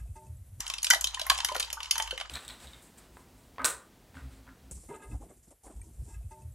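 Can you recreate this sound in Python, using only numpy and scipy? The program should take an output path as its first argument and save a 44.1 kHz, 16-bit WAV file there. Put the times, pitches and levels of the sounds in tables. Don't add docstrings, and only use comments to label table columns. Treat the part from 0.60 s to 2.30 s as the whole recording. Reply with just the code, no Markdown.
import sys
import numpy as np
from scipy import signal
from scipy.fft import rfft, irfft, next_fast_len
from scipy.io import wavfile
from scipy.ndimage import uniform_filter1d

SR = 44100
rng = np.random.default_rng(int(sys.argv[2]) if len(sys.argv) > 2 else 0)


def transcribe(signal):
    frames = np.atleast_2d(signal).T
    limited = np.clip(frames, -1, 1)
    pcm = np.round(limited * 32767).astype(np.int16)
    wavfile.write(sys.argv[1], SR, pcm)


def boost_factor(decibels):
    exponent = np.asarray(decibels, float) / 20
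    return 10 ** exponent


N = 74970


def evened(x):
    return x / np.sqrt(np.mean(x ** 2) + 1e-20)


def smoothed(x, size):
    return uniform_filter1d(uniform_filter1d(x, size=size), size=size)


def read(points, hz):
    f, value = np.transpose(points)
    return np.interp(np.log(hz + 1), np.log(f + 1), value)


def along(points):
    t, value = np.transpose(points)
    return np.interp(np.arange(N) / SR, t, value)


def add(mix, start_s, sound):
    part = mix[round(start_s * SR):][:len(sound)]
    part += sound[:len(part)]


def shaped(x, gain):
    size = next_fast_len(x.shape[-1] + 4096)
    spectrum = rfft(x, size) * gain(np.fft.rfftfreq(size, 1 / SR))
    return irfft(spectrum, size)[..., :x.shape[-1]]


def pop(db, centre_hz, low_db, high_db, noise):
    # (frequency [Hz], gain [dB])
    mic_colour = [(250, -37), (700, -1.5), (1100, 0), (7500, 1), (9500, 7.5), (11500, 1), (14000, -6.5),
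                  (16500, -28)]
    rise_s, hold_s, sag_db = 0.001, 0.0041, -6
    extra_t60_s = 0.033
    hump_width_oct, low_hz, high_hz, skirt_db = 0.4, 2190, 9270, -4
    lumps_db, treble_lead_s = 2 + 1, 0.0003
    trim_db = -6.5
    t = np.arange(noise.shape[1]) / SR
    late = np.maximum(t - hold_s, 0)
    envelope = np.minimum(t / rise_s, 1) * boost_factor(sag_db * t / hold_s - 60 * late / extra_t60_s)
    lumps = lumps_db * evened(smoothed(noise[1], 24))

    def colour(hz):
        octaves = np.log2(hz + 1)
        hump = np.exp(-.5 * ((octaves - np.log2(centre_hz)) / hump_width_oct) ** 2)
        low = 1 / (1 + (hz / low_hz) ** 6)
        high = 1 / (1 + (high_hz / (hz + 1)) ** 8)
        middle = (1 - low) * (1 - high) * (hump + boost_factor(skirt_db))
        body = middle + low * boost_factor(low_db) + high * boost_factor(high_db)
        lumpy = boost_factor(read(mic_colour, hz) + np.interp(hz, np.linspace(0, SR / 2, len(t)), lumps))
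        delay_s = treble_lead_s * np.clip(np.log2(SR / 2) - octaves, 0, 6)
        phase = 2 * np.pi * np.cumsum(delay_s) * hz[1]
        return body * lumpy * np.exp(-1j * phase)

    sound = shaped(envelope * noise[0], colour)
    loudest = np.sqrt(uniform_filter1d(sound ** 2, size=130).max())
    return boost_factor(db + trim_db) * sound / loudest


def froth(drink):
    # (time [s], level before the common trim [dB], centre [Hz],
    # low side [dB], high side [dB])
    cracks = [(0.0034, -22, 6800, -23, -5.5), (0.0646, -29, 3230, -17.5, -9),
              (0.078, -25.5, 7800, -15, -13), (0.0989, -21, 3280, -6.5, -15), (0.114, -41, 4800, -10, -23),
              (0.1368, -21.5, 2560, -9, -23), (0.182, -26, 3420, -35, -40), (0.2188, -33.5, 5000, -20, -10),
              (0.229, -17.5, 6700, -26, -4), (0.2437, -15.5, 6200, -11, -7.5),
              (0.2668, -18, 3360, -9.5, -36), (0.3014, -7, 8400, -12, -6), (0.3064, -6.5, 4500, -9.5, -33),
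              (0.3325, -14.5, 4900, 10, -0.5), (0.3452, -18, 3520, -4.5, -12),
              (0.409, -19, 7200, -21, -4.5), (0.4416, -13.5, 3860, -12, -9), (0.4701, -19, 3350, -14, -41),
              (0.5438, -22.5, 3760, -45, -56), (0.5949, -22.5, 3280, 0, -9), (0.614, -21, 3800, -32, -15),
              (0.6651, -24.5, 3010, 28.5, 27.5), (0.698, -7.5, 3000, -7.5, -10),
              (0.7156, -20.5, 2580, 14, -8), (0.746, -28, 3150, -5, -12), (0.7764, -23.5, 7200, -6, -37),
              (0.7857, -23.5, 3670, 4, -16), (0.8021, -20.5, 3260, -4.5, -44), (0.846, -13, 3700, -4.5, -5),
              (0.8855, -24.5, 4220, 9.5, -15), (0.9207, -30.5, 3200, -7, -16),
              (0.9463, -26.5, 3270, -2, -33), (0.9516, -22.5, 3050, 17, -1), (0.9627, -23.5, 3220, 1, -4),
              (0.979, -31.5, 3400, -30, -41), (0.997, -17.5, 7700, -30, -5),
              (1.002, -20.5, 3800, -6.5, -40), (1.026, -22, 3240, -37, -17), (1.046, -32.5, 3840, -9, -10),
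              (1.1012, -29, 3265, -7, -23), (1.1277, -21, 6300, -1.5, -0.5),
              (1.2031, -28.5, 2870, 11.5, -17), (1.2295, -26.5, 3205, -21, -19),
              (1.243, -34.5, 3100, -4, -27), (1.256, -32.5, 3050, -20, -35), (1.3092, -10, 5470, -20, -4.5),
              (1.3545, -23, 4780, 0, -21), (1.3618, -31, 3100, 10, -26), (1.379, -18, 7100, -2.5, -4),
              (1.398, -20.5, 3070, 11, -12), (1.4218, -21, 6700, -14, -17), (1.474, -31, 3180, 6, -11),
              (1.5079, -23.5, 2870, -6, -11.5), (1.5763, -27, 2800, 10, -17), (1.5991, -28, 3050, 4.5, -51),
              (1.61, -25.5, 2950, 4.5, -49), (1.649, -39, 2000, 23, -35), (1.6954, -33.5, 2884, -2, -44)]
    for (start_s, *row), noise in zip(cracks, rng.standard_normal((len(cracks), 2, 1500))):
        add(drink, start_s, pop(*row, noise))


def plop(db, hz, noise):
    # (frequency [Hz], extra T60 [s])
    long_notes = [(888, .18), (1045, .07)]
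    long_width_hz, floor_t60_s, ring_cycles = 22, 0.023, 10.5
    rise_s, wobble_db, trim_db = 0.0016, 1.5, 2
    glide = 0.109
    t = np.arange(len(noise)) / SR
    t60_s = floor_t60_s + ring_cycles / hz
    for note_hz, extra_s in long_notes:
        t60_s += extra_s * np.exp(-((hz - note_hz) / long_width_hz) ** 2)
    wave = np.sin(2 * np.pi * hz * (t + .5 * glide * t ** 2 / t60_s))
    wobble = wobble_db * evened(smoothed(noise, 60))
    return boost_factor(db + trim_db - 60 * t / t60_s + wobble) * (1 - np.exp(-t / rise_s)) * wave


def large_bubbles(drink):
    # (time [s], level before the common trim [dB], starting pitch [Hz])
    bubbles = [(0.1, -37, 1066), (0.3031, -12, 1480), (0.3074, -10.5, 1968), (0.309, -14.5, 3004),
               (0.322, -28.5, 918.6), (0.333, -18, 1660), (0.3345, -17, 1914), (0.357, -30.5, 656),
               (0.5752, -32, 1800), (0.571, -32, 1016), (0.596, -30.5, 1540), (0.616, -33, 635),
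               (0.666, -36.5, 1050), (0.6997, -15.5, 1648), (0.702, -17, 1064), (0.717, -40, 1013),
               (0.786, -36, 1030), (0.829, -33, 930), (0.894, -25, 1008), (0.916, -23.5, 966),
               (0.917, -30.5, 585), (0.955, -26, 1390), (0.963, -32, 511), (0.9988, -33, 1730),
               (1.1704, -31.5, 1180), (1.17, -42, 895), (1.176, -33, 1463), (1.3091, -26.5, 2087),
               (1.355, -40.5, 899), (1.3976, -29.5, 874), (1.3992, -26, 1900), (1.519, -34, 1500),
               (1.528, -30.5, 511), (1.611, -34, 1138)]
    for (start_s, *row), noise in zip(bubbles, rng.standard_normal((len(bubbles), 7000))):
        add(drink, start_s, plop(*row, noise))


def fizz():
    # (time [s], level [dB])
    fizz_level = [(0, -44), (.2, -54.5), (.8, -45), (1.2, -53.5), (1.5, -48.5), (1.7, -61.5)]
    # (frequency [Hz], relative level [dB])
    fizz_colour = [(300, -44), (900, 11), (2520, 0.5), (4600, 3), (7600, 1.5), (9390, -18), (11100, -20.5)]
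    bubbles_per_s, spread_db, grain_cycles = 6000, 3.2, 4.5
    flurries_per_s, flurry_db, flurry_t60_s = 90, 7, .025
    sizes = boost_factor(spread_db * np.minimum(rng.exponential(1, N), 4))
    hits = (rng.random(N) < bubbles_per_s / SR) * sizes
    starts = (rng.random(N) < flurries_per_s / SR) * rng.random(N) * boost_factor(flurry_db)
    hits *= 1 + signal.lfilter([1], [1, -boost_factor(-60 / flurry_t60_s / SR)], starts)
    pitches = np.geomspace(500, 15000, num=30)
    kind = rng.integers(0, len(pitches), N)
    out = np.zeros(N)
    for k, hz in enumerate(pitches):
        cycles = np.arange(0, 5 * grain_cycles, hz / SR)
        grain = cycles * np.exp(-2 * cycles / grain_cycles) * np.sin(2 * np.pi * cycles)
        grain /= np.linalg.norm(grain)
        out += boost_factor(read(fizz_colour, hz)) * np.sqrt(hz) * signal.oaconvolve(hits * (kind == k), grain)[:N]
    return boost_factor(along(fizz_level)) * evened(out)


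def cup(x):
    # (frequency [Hz], width [Hz], level [dB]); the last also follows top_level
    notes = [(902, 13, -23.5), (1050, 20, -6), (3061, 208, 2.5)]
    # (time [s], added level [dB])
    top_level = [(0, 0.5), (.3, -4), (1.7, 5.5)]
    *low, top = [boost_factor(db) * signal.lfilter(*signal.iirpeak(hz, hz / width_hz, SR), x)
                 for hz, width_hz, db in notes]
    return x + sum(low) + boost_factor(along(top_level)) * top


def tail(x):
    # (frequency [Hz], T60 [s])
    decay = [(400, 0.32), (1000, 0.23), (3500, .2), (12000, 0.17)]
    tail_db = -8
    taps = np.zeros((3, SR // 2))
    grid = np.arange(160, SR // 2 - 20, 16)
    at = grid + rng.integers(0, 16, (3, (SR // 2 - 165) // 16))
    np.put_along_axis(taps, at, rng.choice([-1., 1.], at.shape), 1)
    hz, t, z = signal.stft(taps, SR, nperseg=128)
    fading = z * boost_factor(-60 * t / read(decay, hz)[:, None])
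    taps = signal.istft(fading, SR, nperseg=128)[1]
    return boost_factor(tail_db) * signal.fftconvolve(x[None], taps / np.linalg.norm(taps[0]), axes=1)[:, :N]


def rumble():
    # (frequency [Hz], relative level [dB per Hz])
    noise_colour = [(41, 1), (83, 1.5), (102, -5), (146, -13.5), (500, -18), (650, -61)]
    # (time [s], rms level [dB])
    hum_level = [(0, -49), (.07, -53.5), (.3, -62), (.44, -47), (.62, -59.5), (.72, -45.5), (.81, -55),
                 (1.35, -56.5), (1.5, -47.5), (1.6, -58.5)]
    # (time [s], frequency [Hz])
    hum_pitch = [(0, 50.2), (.75, 55.5), (1.2, 59), (1.5, 50.4)]
    noise_db, same, wander_rad = -63.5, 0.52, 0.45
    a, b, c, d = rng.standard_normal((4, N))
    both = np.array([a, same * a + np.sqrt(1 - same ** 2) * b])
    wander = wander_rad * evened(smoothed(np.array([c, d]), 3000))
    phase = 2 * np.pi * np.cumsum(along(hum_pitch)) / SR
    hum = np.sqrt(2) * boost_factor(along(hum_level)) * np.sin(phase + wander)
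    return hum + boost_factor(noise_db) * evened(shaped(both, lambda hz: boost_factor(read(noise_colour, hz))))


def scene():
    # (frequency [Hz], lead of the left [rad])
    port_phase = [(1290, 0), (2500, -1.2), (4700, -1.6), (6460, .2), (8700, 3.05), (9900, 3.3),
                  (13800, 8.7)]
    # (frequency [Hz], share of power)
    tail_shared = [(3000, 0.17), (7000, 0.067), (9000, 0.74)]
    low, drink = rumble(), fizz()
    froth(drink)
    large_bubbles(drink)
    drink = cup(drink)
    shared, *apart = tail(drink)
    near = drink + shaped(shared, lambda hz: np.sqrt(read(tail_shared, hz)))
    ports = [shaped(near, lambda hz: np.exp(.5j * side * read(port_phase, hz))) for side in (1, -1)]
    far = shaped(np.array(apart), lambda hz: np.sqrt(1 - read(tail_shared, hz)))
    return ports + far + low


def low_pass(x):
    return signal.sosfilt(signal.butter(12, 16500, fs=SR, output="sos"), x)


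def record(dry):
    edge_hz = 16300
    mix = shaped(dry, lambda hz: 1 / (1 + (hz / edge_hz) ** 80))
    return low_pass(mix)


dry = scene()
out = record(dry)
transcribe(out)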